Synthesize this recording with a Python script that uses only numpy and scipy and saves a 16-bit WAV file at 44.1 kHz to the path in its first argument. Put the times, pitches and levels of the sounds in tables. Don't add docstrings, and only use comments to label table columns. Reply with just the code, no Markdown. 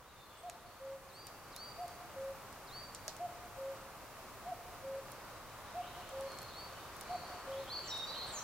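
import sys
import numpy as np
from scipy import signal
from scipy.fft import rfft, irfft
from scipy.io import wavfile
from scipy.ndimage import uniform_filter1d

SR = 44100
rng = np.random.default_rng(int(sys.argv[2]) if len(sys.argv) > 2 else 0)


def dump(signal):
    limited = np.clip(np.atleast_2d(signal).T, -1, 1)
    pcm = np.round(limited * 32767).astype(np.int16)
    wavfile.write(sys.argv[1], SR, pcm)


N = 371763

# (frequency [Hz], relative level [dB])
BED_COLOUR = [(12, -43), (20, -3), (130, -1), (162, -5), (308, -7), (355, -5), (419, -5.5), (539, -2),
              (733, -3), (1180, -1), (1690, -9), (2570, -13.5), (3400, -18.5), (14100, -16), (15800, -17.5)]
# (frequency [Hz], left-right likeness [0-1])
BED_LIKENESS = [(25, 0.036), (60, 1), (250, 0.73), (1000, 0.98), (2000, 0.8), (4000, 0), (8000, 0.26),
                (15000, 0)]
# (frequency [Hz], phase lead of the left side [rad])
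BED_PHASE = [(0, 1), (2150, -0.31), (9220, 2), (15000, 5.5), (16300, 7)]
# (time [s], half width [s], boost [dB])
RUMBLE_BULGE = (7.15, 0.068, 3.5)
# (time [s], level [dB])
CHATTER_RIDE = [(.6, -76.5), (1.1, -96), (5.1, -85), (5.9, -75), (7.4, -80), (7.65, -72), (8.43, -71)]
# (time [s], length [s], pitch [Hz], level [dB])
HELD_NOTES = [(0.062, .055, 3820, -68), (0.159, .056, 3580, -64.5), (.29, 0.11, 3450, -69),
              (.665, 0.052, 4420, -68), (6.271, 0.19, 4266, -61), (7.043, 0.15, 4120, -66),
              (7.075, .25, 4500, -62.5)]
# (time [s], middle pitch [Hz], level [dB])
RISING_CHIPS = [(5.67, 3680, -67), (5.82, 2890, -61), (5.86, 3820, -62.5), (6.015, 2880, -63),
                (6.055, 3790, -69), (7.515, 3260, -59), (7.675, 3360, -57.5), (8.14, 3100, -58)]
# (time [s], top pitch [Hz], level [dB])
THIN_PEEPS = [(.372, 8250, -61.5), (1.128, 8450, -66)]
# (time [s], length [s], pitch [Hz], level [dB], catch in the voice [0-1])
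CUCKOO_CALLS = [(.426, .078, 717, -40.2, .3), (1.776, .088, 716, -41, .25), (3.192, .081, 710, -38.8, .1),
                (4.449, .091, 721, -41, 1), (5.741, .082, 713, -39.2, .1), (7.088, .08, 720, -39, .45)]
# (position in note [0-1], pitch [ratio], level [dB])
HIGH_CONTOUR = [(0, .91, -17), (.17, .965, -4.5), (.34, .99, -1), (.6, 1.003, 0), (.85, .99, .5),
                (1, .96, -9)]
LOW_CONTOUR = [(0, .985, -19), (.11, .992, -4), (.28, .995, -.5), (.58, 1, 0), (.82, 1.009, -1.5),
               (1, .99, -18)]
# (position in note [0-1], pitch change [fraction], level [dB])
VOICE_CATCH = [(0, 0, 0), (.4, .01, -1), (.62, .05, -4), (.72, -.01, -5), (.83, -.025, 4), (1, 0, 2)]
# (delay [s], level [dB])
TREE_ECHOES = [(.085, -12.5), (.2, -15.5)]
# (time [s], level [dB], ring [Hz], relative thud level [dB])
FALLING_BITS = [(.4979, -35.5, 8900, 0.5), (1.269, -35.5, 9500, -8.5), (1.5634, -35, 10700, -7),
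                (1.8805, -42, 9500, -11), (2.9483, -32.5, 7800, -25), (3.0802, -25.5, 6330, -25),
                (3.166, -42.5, 7500, -10), (5.119, -40, 10050, -26), (6.387, -39, 7500, -11),
                (7.011, -36.5, 9900, -17)]
# (time [s], level [dB])
BRANCH_HIT = (3.0803, -39)
# (frequency [Hz], level [dB], time to fall 60 dB [s])
BRANCH_MODES = [(646, 0, .05), (860, -7, .035), (1310, -6, .025), (1640, -5, .025)]
# (time [s], length [s], dip pitch [Hz], held pitch [Hz], level [dB])
WHISTLE_NOTES = [(1.083, 0.21, 3650, 4680, -56.5), (1.518, 0.21, 3510, 4686, -51.5),
                 (2.668, .198, 3510, 4620, -52.5), (6.483, 0.21, 3460, 4530, -54.5)]
# (position in note [0-1], scoop depth [fraction], level [dB])
SCOOP_CONTOUR = [(0, -0.59, -7), (.08, .45, -7), (.17, 1.03, -11), (.27, .52, -4.5), (.39, .17, -0.5),
                 (.55, .04, 3), (.75, 0, -2), (1, .01, -3)]
# (time [s], length [s], start pitch [Hz], goal pitch [Hz], level [dB], quiver [fraction])
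SONG_NOTES = [(7.696, .098, 3940, 4447, -44.5, 0.023), (7.833, 0.083, 7270, 7370, -58.5, .009),
              (7.873, 0.047, 6200, 5450, -47, 0.039), (7.901, 0.104, 4060, 3753, -42.5, 0.01),
              (8.065, 0.045, 4550, 4570, -49, .013), (8.07, 0.086, 3850, 3980, -48, .021),
              (8.153, 0.098, 4025, 4220, -47.5, 0.037), (8.265, 0.033, 7950, 8280, -54, .022),
              (8.319, .08, 7850, 5750, -47.5, 0.013)]


def gain_of(db):
    return 10 ** (np.asarray(db) / 20)


def unit_rms(x):
    return x / np.sqrt(np.mean(x ** 2) + 1e-20)


def curve_at(points, hz):
    f, value = np.transpose(points)
    return np.interp(np.log(hz + 1), np.log(f + 1), value)


def add(mix, start_s, sound):
    part = mix[..., max(round(start_s * SR), 0):][..., :sound.shape[-1]]
    part += sound[..., :part.shape[-1]]


def band(x, lo_hz, hi_hz):
    sos = signal.butter(2, [lo_hz, min(hi_hz, SR / 2 - 1)], "band", fs=SR, output="sos")
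    return signal.sosfilt(sos, x)


def wander(size, hz):
    n = max(size, SR)
    rolloff = 1 + (np.fft.rfftfreq(n, 1 / SR) / hz) ** 4
    return unit_rms(irfft(rfft(rng.standard_normal(n)) / rolloff, n))[:size]


def syrinx(hz, db, quiver, quiver_hz, edge_s):
    phase = 2 * np.pi * np.cumsum(hz * (1 + quiver * wander(len(hz), quiver_hz))) / SR
    edges = signal.windows.tukey(len(hz), 2 * edge_s * SR / len(hz))
    return np.sqrt(2) * gain_of(db) * np.sin(phase) * edges


def sing(notes):
    voice = np.zeros(N)
    for s, hz, db, quiver in notes:
        add(voice, s, syrinx(hz, db, quiver, quiver_hz=256, edge_s=.0023))
    return voice


def stretch(contour, length_s):
    position, *columns = np.transpose(contour)
    return [np.interp(np.linspace(0, 1, int(length_s * SR)), position, c) for c in columns]


def wood(x, wet_db, t60, likeness, lag_ms, build_s):
    t = np.arange(int(1.5 * SR)) / SR
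    taps = rng.choice([-1., 1.], (2, len(t))) * (rng.random((2, len(t))) < 2000 / SR)
    taps *= gain_of(-60 * t / t60) * (1 - np.exp(-t / build_s))
    mid, side = taps / np.linalg.norm(taps, axis=1, keepdims=True)
    tail = np.sqrt((1 + likeness) / 2) * mid + np.sqrt((1 - likeness) / 2) * np.array([side, -side])
    khz = np.fft.rfftfreq(N, 1000 / SR)
    left = irfft(rfft(x) * np.exp(-2j * np.pi * khz * lag_ms), N)
    return np.array([left, x]) + gain_of(wet_db) * signal.fftconvolve(x[None], tail, axes=1)[:, :N]


def air_bed(swell_from_s=4.69, rumble_db_per_s=.5, rush_db_per_s=1.14):
    hz, t = np.fft.rfftfreq(N, 1 / SR), np.arange(N) / SR
    mid, side = rfft(rng.standard_normal((2, N)))
    likeness = curve_at(BED_LIKENESS, hz)
    side *= np.sqrt((1 - likeness) / (1 + likeness))
    stereo = np.array([(mid + side) * np.exp(1j * curve_at(BED_PHASE, hz)), mid - side])
    colour = gain_of(curve_at(BED_COLOUR, hz))
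    lows = 1 / (1 + (hz / 300) ** 4)
    highs = 1 / (1 + (6500 / (hz + 1)) ** 4)

    def layer(share, db, lo_hz, hi_hz, waver_db):
        band_rms = np.sqrt(2) * np.linalg.norm((mid * colour)[(hz > lo_hz) & (hz < hi_hz)]) / N
        noise = irfft(stereo * colour * share, N) / band_rms
        return noise * gain_of(db + waver_db * wander(N, hz=7.1))

    swelling_s = np.maximum(t - swell_from_s, 0)
    bulge_s, width_s, bulge_db = RUMBLE_BULGE
    bulge = np.exp(-((t - bulge_s) / width_s) ** 2)
    rumble = layer(lows, -61.5 + rumble_db_per_s * swelling_s + bulge_db * bulge, 30, 250, waver_db=.7)
    rush = layer(1 - lows - highs, -55.5 + rush_db_per_s * swelling_s, 850, 2500, waver_db=.5)
    hiss = layer(highs, -67.5, 9000, 15000, waver_db=.5)
    return rumble + rush + hiss


def chatter(count=340):
    notes = []
    for when, span, pitch, glide, softness in rng.random((count, 5)):
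        hz, slope = 2800 + 1900 * pitch, .235 * (glide - .4)
        ramp = np.linspace(-1, 1, int((.0203 + .0414 * span) * SR))
        notes.append((when * N / SR, hz * (1 + slope * ramp), -7 * softness, .024))
    ride_db = np.interp(np.arange(N) / SR, *np.transpose(CHATTER_RIDE))
    voices = unit_rms(sing(notes)) * gain_of(ride_db)
    return wood(voices, wet_db=11, t60=.8, likeness=.3, lag_ms=0, build_s=.004)


def far_birds(chip_s=.0289, chip_octaves_per_s=9):
    held = sing((s, np.full(int(length * SR), hz), db, .017) for s, length, hz, db in HELD_NOTES)
    rise = 2 ** (chip_octaves_per_s * np.arange(-chip_s / 2, chip_s / 2, 1 / SR))
    chips = sing((s, hz * rise, db, .016) for s, hz, db in RISING_CHIPS)
    return wood(held + chips, wet_db=3, t60=1, likeness=.43, lag_ms=.01, build_s=.0033)


def peeps(length_s=.043, droop=.05):
    arch = 1 - droop * np.linspace(-1, 1, int(length_s * SR)) ** 2
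    voice = sing((s, hz * arch, db, .004) for s, hz, db in THIN_PEEPS)
    return wood(voice, wet_db=-5, t60=.5, likeness=.3, lag_ms=.02, build_s=.004)


def cuckoo(low_after_s=.371, low_longer_s=.117, low_hz=541, low_db=-42.5):
    high, low = np.zeros((2, N))
    for s, length, hz, db, catch in CUCKOO_CALLS:
        bend, swell_db = stretch(HIGH_CONTOUR, length)
        slip, falter_db = stretch(VOICE_CATCH, length)
        pitch = hz * (bend + catch * slip)
        level_db = db + swell_db + catch * falter_db
        add(high, s, syrinx(pitch, level_db, quiver=.008, quiver_hz=60, edge_s=.0032))
        bend, swell_db = stretch(LOW_CONTOUR, length + low_longer_s)
        coo = syrinx(low_hz * bend, low_db + swell_db, quiver=.002, quiver_hz=60, edge_s=.0032)
        add(low, s + low_after_s, coo)
    reflected = high + gain_of(-9) * low
    echo = np.zeros(N)
    for delay, db in TREE_ECHOES:
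        add(echo, delay, gain_of(db) * reflected)
    return (wood(high + echo, wet_db=-11, t60=2.7, likeness=.89, lag_ms=.01, build_s=.01)
            + wood(low, wet_db=-17, t60=1.4, likeness=.9, lag_ms=.01, build_s=.08))


def crumbs(count=9, db=-45.5, ring_hz=10600, spread_octaves=.56, thud_db=-10):
    return [(when * N / SR, db + 6 * (size - .5), ring_hz * 2 ** (spread_octaves * (pitch - .5)), thud_db)
            for when, size, pitch in rng.random((count, 3))]


def litter():
    out, t = np.zeros((2, N)), np.arange(SR // 5) / SR
    rustle_decay = gain_of(-18) * np.exp(-t / .011) + gain_of(-29) * np.exp(-t / .045)
    for s, db, ring_hz, thud_db in list(FALLING_BITS) + crumbs():
        noise = rng.standard_normal((4, len(t)))
        snap = 1.5 * np.sin(2 * np.pi * ring_hz * t) * np.exp(-t / .00036)
        splinter = .4 * unit_rms(band(noise[0], .65 * ring_hz, 1.5 * ring_hz)) * np.exp(-t / .0012)
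        thud = unit_rms(band(noise[1], 590, 8900)) * np.exp(-t / .0022)
        rustle = unit_rms(band(noise[2:], 3700, 6800)) * rustle_decay
        add(out, s, gain_of(db) * (snap + splinter + gain_of(thud_db) * thud + rustle))
    hit_s, hit_db = BRANCH_HIT
    ringing = sum(gain_of(db - 60 * t / t60) * np.sin(2 * np.pi * hz * t) for hz, db, t60 in BRANCH_MODES)
    add(out, hit_s, gain_of(hit_db) * band(ringing, 550, 3000))
    return out * gain_of([[-.8], [.8]])


def whistler():
    voice = np.zeros(N)
    for s, length, dip_hz, held_hz, db in WHISTLE_NOTES:
        depth, swell_db = stretch(SCOOP_CONTOUR, length)
        hz = uniform_filter1d(held_hz + (dip_hz - held_hz) * depth, size=400)
        add(voice, s, syrinx(hz, db + swell_db, quiver=.0038, quiver_hz=120, edge_s=.004))
    return wood(voice, wet_db=-6.5, t60=1.25, likeness=.4, lag_ms=.02, build_s=.004)


def near_song(octaves_per_s=6, attack_s=.022, attack_from_db=-7):
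    notes = []
    for s, length, start_hz, goal_hz, db, quiver in SONG_NOTES:
        t = np.arange(int(length * SR)) / SR
        reach = octaves_per_s * t
        hz = start_hz * 2 ** np.clip(np.log2(goal_hz / start_hz), -reach, reach)
        swell_db = attack_from_db * np.maximum(1 - t / attack_s, 0)
        notes.append((s, hz, db + swell_db, quiver))
    return wood(sing(notes), wet_db=-1, t60=.9, likeness=.35, lag_ms=-.04, build_s=.005)


def scene():
    birds = cuckoo() + whistler() + far_birds() + peeps() + near_song() + chatter()
    return birds + litter() + air_bed()


def record(dry):
    fade_s, fade_from_db, cutoff_hz = 1.95, -6.5, 15900
    fade = gain_of(fade_from_db * np.maximum(1 - np.arange(N) / SR / fade_s, 0))
    lowpass = signal.firwin(511, cutoff_hz, window=("kaiser", 9), fs=SR)
    return signal.oaconvolve(dry * fade, lowpass[None], "same")


dry = scene()
out = record(dry)
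dump(out)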